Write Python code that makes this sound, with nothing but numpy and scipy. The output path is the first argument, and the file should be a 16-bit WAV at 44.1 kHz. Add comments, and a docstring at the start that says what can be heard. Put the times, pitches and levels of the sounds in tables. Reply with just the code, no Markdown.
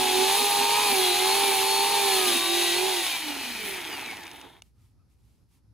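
"""Gravel yard beside a house wall: an electric chainsaw cuts a log, then coasts to a stop.
The motor drives a six-tooth sprocket through an 11:59 gear; motor, gear teeth and chain links whine as
sines at their own multiples of one speed, over chain rasp, growl, clatter and hiss of coloured noise grains.
A slack link ticks on the bar as damped rings. A quiet yard of noise rumble, hum and faint rustles remains."""
import sys
import numpy as np
from scipy import signal
from scipy.fft import rfft, irfft, next_fast_len
from scipy.io import wavfile
from scipy.ndimage import uniform_filter1d

SR = 44100
rng = np.random.default_rng(int(sys.argv[2]) if len(sys.argv) > 2 else 0)


def materialize(psi):
    """Save the field psi as 16-bit PCM at rate SR to the path in sys.argv[1].

    A 1-D psi becomes a single channel; in a 2-D psi each row is a channel.
    """
    bounded = np.clip(np.atleast_2d(psi).T, -1, 1)
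    quanta = np.round(bounded * 32767).astype(np.int16)
    wavfile.write(sys.argv[1], SR, quanta)


def elevation(decibels):
    """Turn decibel levels (scalar or array-like) into linear amplitude ratios."""
    levels = np.asarray(decibels, float)
    return 10 ** (levels / 20)


N = 252693
TIME = np.arange(N) / SR
SIZE = next_fast_len(N + 8192)   # room for filter tails
HZ = np.fft.rfftfreq(SIZE, 1 / SR) + 1e-3

PINION, GEAR, SPROCKET = 11, 59, 6   # teeth
LINKS_PER_TURN = PINION / GEAR * SPROCKET   # drive links passing per motor turn
RELEASE_S, STANDSTILL_S = 2.885, 4.655   # trigger let go, chain at rest


def rms_one(x):
    """Scale to rms 1."""
    return x / np.sqrt(np.mean(x ** 2) + 1e-20)


def in_time(rows):
    """Columns of a table, one value a sample."""
    s, *columns = np.transpose(rows)
    return [np.interp(TIME, s, c) for c in columns]


def at_hz(points):
    """A table over log frequency, one value a bin."""
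    hz, value = np.transpose(points)
    return np.interp(np.log(HZ), np.log(hz + 1e-3), value)


def colour(x, spectrum):
    """Give a flat sound a spectrum; rms 1."""
    return rms_one(irfft(rfft(x, SIZE) * elevation(at_hz(spectrum)), SIZE)[:N])


def drift(rate_hz):
    """Slow chance of rms 1, about rate_hz swings a second."""
    knots_s = np.arange(0, N / SR + 1, .5 / rate_hz)
    return rms_one(np.interp(TIME, knots_s, rng.standard_normal(len(knots_s))))


def swells(rows):
    """Smooth Gaussian bumps, each of its row's height; half-length at least 0.01 s."""
    return sum(height * np.exp(-((TIME - s) / max(half_s, .01)) ** 2) for s, height, half_s in rows)


def level_swells(rows):
    """Bumps of gain from rows of t/s, level/dB, half-length/s."""
    return swells([(s, elevation(db), half_s) for s, db, half_s in rows])


def grains(size):
    """Dense contacts of uneven size; a larger size is more uneven."""
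    size_db = size * uniform_filter1d(rng.standard_normal(N), size=9) * 2.8
    return rng.standard_normal(N) * elevation(size_db)


def throb(turns, depth, sharp):
    """A gain that peaks once a turn."""
    return 1 + depth * np.exp(sharp * (np.cos(2 * np.pi * turns) - 1))


# motor speed under power, set by the load of the cut: t/s, speed/(turns/s)
SPEED = [(0.0, 381), (0.09, 371.5), (0.17, 374), (0.31, 390.5), (0.4, 413.5), (0.47, 407), (0.65, 406.5),
         (0.81, 419.5), (0.88, 411), (0.96, 382.5), (1.12, 360), (1.28, 384), (1.37, 396), (1.44, 399),
         (1.53, 389), (1.6, 386), (1.68, 392), (1.78, 395.5), (1.92, 406), (2.06, 396.5), (2.16, 380.5),
         (2.24, 372), (2.33, 347), (2.4, 340), (2.48, 341.5), (2.57, 349.5), (2.64, 349), (2.72, 345.5),
         (2.88, 384)]


def motor_speed():
    """The load sets the speed under power; then steady friction and fast-fading fan drag run it down."""
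    friction_turns_per_s2, fan_turns_per_s, fan_s = 180, 66, .33
    since_s = np.maximum(TIME - RELEASE_S, 0)
    coasting = friction_turns_per_s2 * (STANDSTILL_S - TIME) + fan_turns_per_s * np.exp(-since_s / fan_s)
    return np.maximum(np.where(TIME < RELEASE_S, in_time(SPEED)[0], coasting), 0)


# rasp level before flutter and the final fade: t/s, level/dB
RASP_LEVEL = [(0.0, -28), (0.43, -27.5), (1.51, -27.5), (1.65, -28.5), (1.68, -28.5), (2.31, -27.5),
              (2.32, -27.5), (2.42, -29.5), (2.63, -28.5), (3.07, -30.5), (3.22, -35.5), (3.3, -35.5),
              (3.33, -37.5), (3.68, -37.5), (3.9, -39.5), (4.07, -41.5), (4.46, -54), (4.56, -61),
              (4.6, -57)]
# rasp spectra, cutting to crawling: f/Hz, relative level/dB
RASP = [(760, -44), (1300, -13), (1400, -12.5), (1610, -8.5), (1850, -9), (2170, -6.5), (2440, -1),
        (2860, -3), (3580, -2), (3880, -1.5), (4360, -4), (4780, -10.5), (5600, -26.5), (7280, -42.5),
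        (12300, -120)]
RASP_COASTING = [(760, -22), (1300, -12), (1650, -10), (1840, -5), (2230, -5), (2410, 1), (2770, -7),
                 (2980, -1), (3560, -8), (4100, -4), (5430, -18.5), (5600, -15.5), (7280, -24),
                 (12300, -120)]
RASP_SLOWING = [(760, -30.5), (1300, -11.5), (1490, -10.5), (1730, -4), (1890, -4), (2200, 0.5), (2530, 1),
                (2790, -6), (3040, -3.5), (3310, -5.5), (3860, -6.5), (4360, -13.5), (5600, -19),
                (7280, -29), (12300, -120)]
RASP_CRAWLING = [(760, -42), (1300, -20), (2080, 0), (2710, -5), (3270, 1), (3670, 2), (4660, -16),
                 (5600, -24), (7280, -51), (12300, -120)]
# growl spectra in the cut and coasting: f/Hz, relative level/dB
GROWL = [(53, -53), (90, -21.5), (168, -17), (344, -7.5), (392, -15), (431, -8), (496, -9), (706, -11),
         (794, 1), (1170, -5.5), (1500, -22.5), (1950, -50.5), (3300, -120)]
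GROWL_COASTING = [(88, -42.5), (150, -15.5), (227, -12.5), (297, -2), (446, -7.5), (535, -16), (883, 0.5),
                  (1040, -10), (1500, -12.5), (1950, -13), (3300, -120)]
# clatter spectrum: f/Hz, relative level/dB
CLATTER = [(3060, -22), (5200, 0.5), (5610, -0.5), (6570, 3.5), (7510, -3), (8460, -2), (9300, -12),
           (12100, -27.5), (20500, -120)]
# top hiss spectra in the cut and coasting: f/Hz, relative level/dB
HISS = [(5200, -31.5), (8800, -12), (9460, 0), (9860, 1), (11700, -2.5), (12500, -8), (13400, -10.5),
        (14300, -8), (15100, -5), (15700, -17.5)]
HISS_COASTING = [(5200, -36), (8800, -5), (9800, 2), (11700, 2.5), (13400, -7.5), (15000, 1.5),
                 (15700, -13)]
# layers against the rasp, before trims and drifts: level/dB at full speed, at half, near rest
GROWL_DB = (1, -6.5, 6.5)
CLATTER_DB = (-8.5, -12.5, -16.5)
HISS_DB = (-6, -8, -12.5)
# the top hiss swells: t/s, rise/dB, half-length/s
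HISS_SWELLS = [(0.45, 3, 0.13), (0.95, 3.5, 0.12), (1.54, 2.5, 0.22), (2.2, 2.5, 0.25), (3.69, 4.5, .06),
               (4.36, 3.5, 0.047)]
# low thuds as the chain lurches in the cut: t/s, level/dB, half-length/s
THUDS = [(0.036, -43, 0.096), (0.202, -40.5, 0.033), (0.425, -42.5, 0.0094), (0.624, -42, 0.021),
         (0.922, -37, 0.024), (1.439, -50.5, 0.012), (2.33, -39.5, 0.063)]
# thud spectrum: f/Hz, relative level/dB
THUD = [(120, -27.5), (190, -16.5), (260, 7), (320, -9), (600, -17), (800, -34.5)]


def chain(motor, speed, flutter_db):
    """Rasp, growl, clatter, hiss: grains gated by motor turn, gear teeth, sprocket, links and link pairs."""
    full_turns_per_s, growl_db_per_turn_per_s = 380, 0.08
    rasp_db, = in_time(RASP_LEVEL)
    growl_db, clatter_db, hiss_db = [np.interp(speed / full_turns_per_s, [0, .5, 1], db[::-1])
                                     for db in (GROWL_DB, CLATTER_DB, HISS_DB)]
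    hiss_db = hiss_db + swells(HISS_SWELLS)
    links = motor * LINKS_PER_TURN
    sprocket = links / SPROCKET
    coasting = np.clip((330 - speed) / 70, 0, 1)   # out of the wood the casing rings lower
    slowing = np.clip((215 - speed) / 50, 0, 1)   # slower still, its rings settle
    crawling = np.clip((70 - speed) / 35, 0, 1)   # at the last only a scrape is left
    # the growl thins as the load drags the motor down
    growl_db = growl_db + growl_db_per_turn_per_s * np.minimum(speed - 400, 0) * (1 - coasting)
    growl_db = growl_db - 4.8 * (1.5 - coasting) + 1.0 * drift(14)
    clatter_db = clatter_db + 0.61 * drift(7.7)
    hiss_db = hiss_db + 0.32 * drift(44)

    rough = grains(2.1) * throb(motor, 0.14, 1.5) * throb(sprocket, 0.2, 3.6)
    rough = rough * throb(links, 0.34 + 0.84 * coasting, 5.4)   # links knock one by one, loose ones harder
    scrape = grains(1.2) * throb(PINION * motor, 1.5, 3.7)   # gear teeth drag past singly
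    rasp = (np.sqrt(1 - coasting) * colour(rough, RASP)
            + np.sqrt(coasting - slowing) * colour(np.roll(rough, 300), RASP_COASTING)
            + np.sqrt(slowing - crawling) * colour(np.roll(rough, 600), RASP_SLOWING)
            + np.sqrt(crawling) * colour(scrape, RASP_CRAWLING))
    rumble = grains(2.2) * throb(sprocket, .4 + 0.54 * coasting, 1.5)
    growl = np.sqrt(1 - coasting) * colour(rumble, GROWL) + np.sqrt(coasting) * colour(rumble, GROWL_COASTING)
    struck = grains(1.1) * throb(links, 0.25, 4.2) * throb(links / 2, 0.26, 3)   # every second link, a cutter
    clatter = colour(struck, CLATTER)
    hiss = (1 - coasting) * colour(struck, HISS) + coasting * colour(struck, HISS_COASTING)

    layers = rasp + elevation(growl_db) * growl + elevation(clatter_db) * clatter + elevation(hiss_db) * hiss
    moving = np.clip((speed - 7.5) / 9, 0, 1)
    return elevation(rasp_db + flutter_db) * moving * layers + level_swells(THUDS) * colour(rumble, THUD)


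# strong lines, motor multiples 1-3, then the link rate, before the body's response:
# level over the rasp/dB, change once coasting/dB, waver/dB
MOTOR_LINE_DB = [(0.1, -11, 2), (0.1, -13.5, 0.7), (0.1, -45, 1)]
LINK_LINE_DB = [(-5.5, 6.8, 2.3)]
# how well casing and bar carry a line at its pitch of the moment: f/Hz, gain/dB
CASING = [(120, -22.5), (200, -7), (300, -12), (345, -5), (376, -2.5), (395, -5), (412, -9.5), (500, -19),
          (690, -16.5), (760, -6), (815, -3.5), (1020, -12.5), (1070, -30.5), (1160, -32.5), (1235, -13),
          (1400, -26), (2050, -27.5), (2300, -23.5), (2480, -13)]
BAR_PLATE = [(150, -34.5), (225, -14.5), (295, -5.5), (345, -15), (400, -6.5), (430, -15), (465, -16),
             (560, -35.5), (650, -28.5), (700, -12.5), (775, -13), (850, -7), (920, -6.5), (1000, 1),
             (1070, -12), (1160, -7), (1260, -9), (1380, -22), (1700, -16), (1950, 0.2), (2100, -5),
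             (2300, -2.5)]
# the chain runs slack as the drive lets go, and its link line dips: t/s, change/dB, half-length/s
SLACK = [(3.11, -22, .06)]
# lines that come and go, against the rasp, before flicker: t/s, level/dB
MESH_LINE = [(0, -19), (.25, -12), (.45, -22), (.6, -17), (.72, -10), (.8, -17), (.9, -9), (1.0, -13),
             (1.11, -2), (1.22, -10), (1.32, -6), (1.42, -17), (1.62, -17), (1.7, -4.5), (1.82, -5.5),
             (1.87, -14), (1.95, -7), (2.05, -16), (2.14, -2), (2.23, -18), (2.33, -4), (2.5, -2.5),
             (2.7, -5), (2.87, -20), (2.93, -16), (3.0, -7), (3.1, -15), (3.2, -13), (3.28, -6),
             (3.38, -13), (3.43, -9), (3.52, -8), (3.68, -17), (3.82, -15), (4.0, -17), (4.1, -20),
             (4.2, -10), (4.32, -9)]
SIXTH_MOTOR_LINE = [(0, -23.5), (.35, -23), (.45, -24), (.55, -18), (.75, -8.5), (.95, -7), (1.1, -34.5),
                    (1.35, -24.5), (1.45, -6), (1.7, -24.5), (1.95, -10.5), (2.05, -12.5), (2.2, -24),
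                    (3.0, -21), (3.2, -32)]
TWELFTH_MOTOR_LINE = [(0, -24), (1.0, -22), (1.1, -15), (1.3, -24), (2.1, -22), (2.4, -13), (2.6, -15),
                      (2.7, -20), (2.8, -9), (2.85, -23), (3.3, -20), (3.5, -20), (3.6, -9), (3.7, -20),
                      (4.1, -24)]
SECOND_LINK_LINE = [(0, -5), (.35, -3.5), (.45, -12.5), (.55, -4.5), (.8, -2.5), (.88, -18), (1.0, -8),
                    (1.15, -5.5), (1.35, -3.5), (1.45, -8), (1.75, -1.5), (2.0, -4.5), (2.2, -12.5),
                    (2.45, -13.5), (2.55, -7), (2.72, -14.5), (2.86, -8), (3.05, -12), (3.25, -33),
                    (3.5, -26), (3.67, -5), (3.9, -13.5), (4.07, -14), (4.25, -22)]
THIRD_LINK_LINE = [(.9, -28.5), (1.05, -18.5), (1.35, -19), (1.8, -29), (2.05, -21), (2.3, -10.5),
                   (2.55, -12.5), (2.75, -37), (3.0, -19.5), (3.08, -18), (3.16, -8), (3.25, -21),
                   (3.5, -17.5), (3.8, -27), (3.95, -21.5), (4.1, -21.5), (4.25, -26)]
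FOURTH_LINK_LINE = [(.6, -30), (.9, -22), (1.05, -24.5), (1.2, -30), (1.45, -18.5), (1.75, -36.5),
                    (2.1, -16), (2.35, -21), (2.6, -24), (2.72, -19.5), (2.85, -33), (3.1, -41)]
FIFTH_LINK_LINE = [(0, -24), (.6, -19), (.78, -11), (.9, -21.5), (1.25, -13), (1.7, -18), (2.0, -16.5),
                   (2.2, -21), (2.5, -16), (2.75, -10), (2.85, -19), (2.95, -12), (3.1, -21), (3.4, -40),
                   (3.85, -13.5), (4.1, -26.5)]
SEVENTH_LINK_LINE = [(0, -22), (.8, -18), (1.2, -24), (2.2, -22), (2.35, -10), (2.5, -10), (2.75, -14),
                     (2.85, -22), (3.0, -20), (3.13, -11), (3.3, -25), (4.1, -25)]
THIRTEENTH_SPROCKET_LINE = [(0, -20), (.45, -16), (.7, -22), (.8, -11), (.9, -10), (.97, -24), (1.5, -20),
                            (2.1, -20), (2.3, -27), (2.8, -17), (3.1, -30)]
# weak motor lines, before casing, load and waver: multiple of the motor turn, level against the rasp/dB
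MOTOR_ORDERS = [(4, -20), (5, -25), (7, -19), (8, -16), (9, -20), (10, -17), (22, -14), (24, -20)]
# weak sprocket lines, before load and waver: multiple of the sprocket turn, level against the rasp/dB
SPROCKET_ORDERS = [(9, -26.5), (14, -20.5), (24, -28), (36, -22), (48, -17.5), (54, -18)]
# high motor lines, before the vents' band: multiple of the motor turn, level against the rasp/dB
HIGH_ORDERS = [(36, -18), (48, -17.5), (60, -25)]
# the band the vents pass: f/Hz, gain/dB
VENTS = [(2800, -22), (3400, -14), (3750, -2), (4200, -1), (4450, -3), (4750, 0), (5000, -10), (5600, -25)]


def whines(motor, speed, rasp_db):
    """Sine lines on the multiples of motor, gear and chain; each wavers on its own."""
    unload_lag_s, unload_s = .1, .08   # the pull on the drive outlasts the release, then dies away
    unloaded = np.clip((TIME - RELEASE_S - unload_lag_s) / unload_s, 0, 1)
    fade = np.clip((speed - 50) / 35, 0, 1)   # lines sink into the rattle as the chain crawls
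    load_db = 8 * np.clip((speed - 340) / 60, -1, 0)   # weak lines need the pull of the wood
    slow_db = 7 * np.clip((175 - speed) / 50, 0, 1)   # high motor lines come out as the rasp thins
    out = 0

    strong = [(k, row, CASING) for k, row in zip((1, 2, 3), MOTOR_LINE_DB)]
    strong += [(LINKS_PER_TURN, LINK_LINE_DB[0], BAR_PLATE)]
    for k, (db, coasting_db, waver_db), body in strong:
        body_db = np.interp(k * speed, *np.transpose(sorted(body)))
        level_db = rasp_db + db + coasting_db * unloaded + body_db
        if k == LINKS_PER_TURN:
            level_db = level_db + swells(SLACK)
        level_db = level_db + waver_db * drift(9) + 0.45 * drift(25)
        slop = 0.0035 + 0.0096 * k * unloaded   # turns; loose gears blur their lines
        out += elevation(level_db) * np.sin(2 * np.pi * (k * motor + slop * drift(27)))

    # multiple of the motor turn, level rows, flicker/dB under load
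    passing = [(PINION, MESH_LINE, 1.2), (6, SIXTH_MOTOR_LINE, 2), (12, TWELFTH_MOTOR_LINE, 2),
               (2 * LINKS_PER_TURN, SECOND_LINK_LINE, .8), (3 * LINKS_PER_TURN, THIRD_LINK_LINE, 1.5),
               (4 * LINKS_PER_TURN, FOURTH_LINK_LINE, 1.5), (5 * LINKS_PER_TURN, FIFTH_LINK_LINE, 1.5),
               (7 * LINKS_PER_TURN, SEVENTH_LINK_LINE, 2),
               (13 * LINKS_PER_TURN / SPROCKET, THIRTEENTH_SPROCKET_LINE, 2)]
    for k, rows, loaded_db in passing:
        slop = 0.005 + 0.0065 * k * unloaded
        flicker_db = (loaded_db + 1.3 * unloaded) * drift(15)   # unloaded teeth touch on and off
        level_db = rasp_db + in_time(rows)[0] + flicker_db
        out += elevation(level_db) * np.sin(2 * np.pi * (k * motor + slop * drift(30)))

    weak = []
    casing_hz, casing_gain_db = np.transpose(RASP_SLOWING)
    for k, db in MOTOR_ORDERS:   # they swell through the casing's rings
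        casing_db = np.interp(k * speed, casing_hz, casing_gain_db, left=-12)
        weak.append((k, db + casing_db + (slow_db if k > 20 else load_db)))
    for k, db in HIGH_ORDERS:   # heard only while they cross the vents' band
        weak.append((k, db + slow_db + np.interp(k * speed, *np.transpose(VENTS))))
    for k, db in SPROCKET_ORDERS:
        weak.append((k * LINKS_PER_TURN / SPROCKET, db + load_db))
    for k, db in weak:
        level_db = rasp_db + db + 4.5 * drift(10)
        out += elevation(level_db) * np.sin(2 * np.pi * (k * motor + 0.12 * drift(30)))
    return np.sqrt(2) * fade * out


# slack link on the bar, before the trim and the bar's rings: t/s, strength/dB
TICKS = [(3.0654, -9), (3.815, -22), (3.850, -22), (3.888, -25), (3.928, -18.5), (3.970, -27),
         (4.0121, -22), (4.06, -22), (4.112, -25), (4.1699, -22), (4.2351, -24), (4.268, -26), (4.314, -24),
         (4.360, -29), (4.4135, -23), (4.488, -43.5), (4.527, -48), (4.6207, -26)]
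# rings of the bar: f/Hz, relative level/dB, t60/s
BAR = [(950, -12, .005), (1500, -10, .004), (2200, -4, .005), (2950, 0, .005), (3650, 0, .005),
       (4300, -2, .004), (5100, -10, .003), (6100, -5, .003), (6700, -2, .003), (8000, -11, .003),
       (9800, 0, .003)]


def ticks():
    """A slack link slaps the bar, twice in quick succession; each slap rings damped modes of the bar."""
    trim_db, second_slap_s, echo_s = -15.0, .0014, .0045
    out = np.zeros(N)
    at = [round(s * SR) for s, db in TICKS]
    strength_db = rng.normal(0, 2.0, (len(at), len(BAR)))
    for k, (hz, level_db, t60_s) in enumerate(BAR):
        clicks = np.zeros(N) + 1e-18
        clicks[at] = elevation(np.array(TICKS)[:, 1] + level_db + trim_db + strength_db[:, k])
        radius, angle = elevation(-60 / (t60_s * SR)), 2 * np.pi * hz / SR
        ring = signal.lfilter([0, np.sin(angle)], [1, -2 * radius * np.cos(angle), radius * radius], clicks)
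        out += np.roll(ring, rng.integers(0, 30))
    out = signal.sosfilt(signal.butter(2, 750, "high", fs=SR, output="sos"), out)   # a thin bar gives no bass
    second = np.roll(out, round(second_slap_s * SR))
    wall = uniform_filter1d(np.roll(out, round(echo_s * SR)), size=9)   # a dull echo from close by
    return out + elevation(-4) * second + elevation(-10) * wall


# the two microphone ports: f/Hz, likeness/0-1, left over right/dB, left leads/rad
PORTS = [(100, .85, -2.2, -.55), (200, .95, -6, -.55), (430, .96, -11, -.55), (600, .88, -6, 1.2),
         (850, .94, -2.2, .8), (1150, .88, 0, .5), (1400, .96, .3, .05), (1700, .995, 0, 0),
         (2800, .99, .6, 0), (3300, .94, 2.7, 0), (4000, .85, 4, -.5), (5000, .5, 0, -1.4),
         (5500, .5, -.2, -2.25), (6350, .9, -.5, -.1), (6850, .9, -.5, -.1), (7400, .3, -13, 0),
         (8000, .65, -10, 3.8), (9100, .5, -5.7, 1.1), (10200, .75, -6, .9), (11100, 1, 0, 0),
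         (11700, 1, 0, 0), (12300, .5, 0, -1.6), (12500, .93, 0, -np.pi), (13050, 1, 0, -np.pi),
         (13750, 1, 0, -np.pi), (13900, .45, 0, -4.1), (14450, .45, 0, -4.9), (14900, .97, 0, -2 * np.pi),
         (16000, 1, 0, -2 * np.pi)]


def ports(clear, rough, scattered):
    """Direct sound leans and leads per frequency; wall and gravel scatter the rough part, own for each side."""
    hz, *columns = np.transpose(PORTS)
    alike, lean_db, lead = [at_hz(np.transpose([hz, c])) for c in columns]
    alike, side = np.clip(alike, 0, 1), np.array([[.5], [-.5]])
    gains = elevation(side * lean_db)
    paths = gains * np.exp(1j * side * lead)
    centre = np.abs(paths.mean(axis=0)) ** 2   # the centre keeps its colour, unless the ports cancel
    mixed = alike * centre + (1 - alike) * np.mean(gains ** 2, axis=0) / 2
    both = np.sqrt(alike) * paths * rfft(rough, SIZE) + np.sqrt(1 - alike) * gains * rfft(scattered, SIZE)
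    both = both / np.sqrt(np.maximum(mixed, .3))
    both = both + paths * rfft(clear, SIZE) / np.sqrt(np.maximum(centre, .3))
    return irfft(both, SIZE)[:, :N]


# far rumble spectrum: f/Hz, relative level/dB
YARD = [(15, -36.5), (25, -21), (59, -3.5), (102, 1), (137, -5.5), (170, -9), (263, -14.5), (641, -32),
        (840, -30), (2990, -44.5), (5140, -37.5), (7920, -49.5), (11300, -40.5), (13200, -54.5),
        (16000, -60.5)]
# hum, before a 2 dB drift: f/Hz, peak level/dB
HUM = [(60, -65.5), (120, -73)]
# a thin far tone comes and goes: t/s, peak level of the fundamental/dB, half-length/s
FAINT_TONE = [(4.799, -80, .05), (4.92, -90, .08), (5.01, -76, .025), (5.098, -88, .06)]
# faint rustles: t/s, level/dB, half-length/s
RUSTLES = [(4.658, -72, 0.044), (4.84, -73, 0.0767), (5.119, -76.5, .03), (5.295, -75.5, 0.13),
           (5.546, -71, 0.0476)]
# rustle spectrum: f/Hz, relative level/dB
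RUSTLE_COLOUR = [(410, -52), (700, -19), (777, -2), (1540, -14), (2220, -6), (6650, -10), (11500, -8.5),
                 (16000, -21)]


def yard():
    """Far noise rumble, sine hum and a thin tone, with faint grain rustles close by."""
    rumble_db, tone_hz = -61.5, 1280
    shared, left, right = rng.standard_normal((3, N))
    rumble = np.array([colour(shared + own, YARD) for own in (left, right)])
    hum = sum(elevation(db + 2 * drift(3.8)) * np.sin(2 * np.pi * hz * TIME) for hz, db in HUM)
    turns = tone_hz * TIME + .5 * drift(25)
    tone = np.sin(2 * np.pi * turns) + elevation(-11) * np.sin(4 * np.pi * turns)
    tone = level_swells(FAINT_TONE) * tone
    shared = grains(2.15)
    rustle = np.array([colour(shared + .8 * grains(3.0), RUSTLE_COLOUR) for side in range(2)])
    return elevation(rumble_db + 1.2 * drift(13)) * rumble + hum + tone + level_swells(RUSTLES) * rustle


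def scene():
    """One speed drives every part of the saw; the yard lies beneath."""
    speed = motor_speed()
    motor = np.cumsum(speed) / SR   # turns
    flutter_db = .5 * drift(9) + 0.31 * drift(30)   # uneven bite shakes all layers together
    direct, *scattered = [chain(motor, speed, flutter_db) for path in range(3)]
    clear = whines(motor, speed, in_time(RASP_LEVEL)[0]) + ticks()
    return ports(clear, direct, np.array(scattered)) + yard()


def roll_off(x):
    """The treble ends steeply here."""
    return signal.sosfilt(signal.butter(12, 16830, fs=SR, output="sos"), x)


def record(dry):
    """The top is cut steeply by an elliptic low-pass."""
    cutoff_hz = 15750
    mix = signal.sosfilt(signal.ellip(12, .5, 70, cutoff_hz, fs=SR, output="sos"), dry)
    return roll_off(mix)


dry = scene()
out = record(dry)
materialize(out)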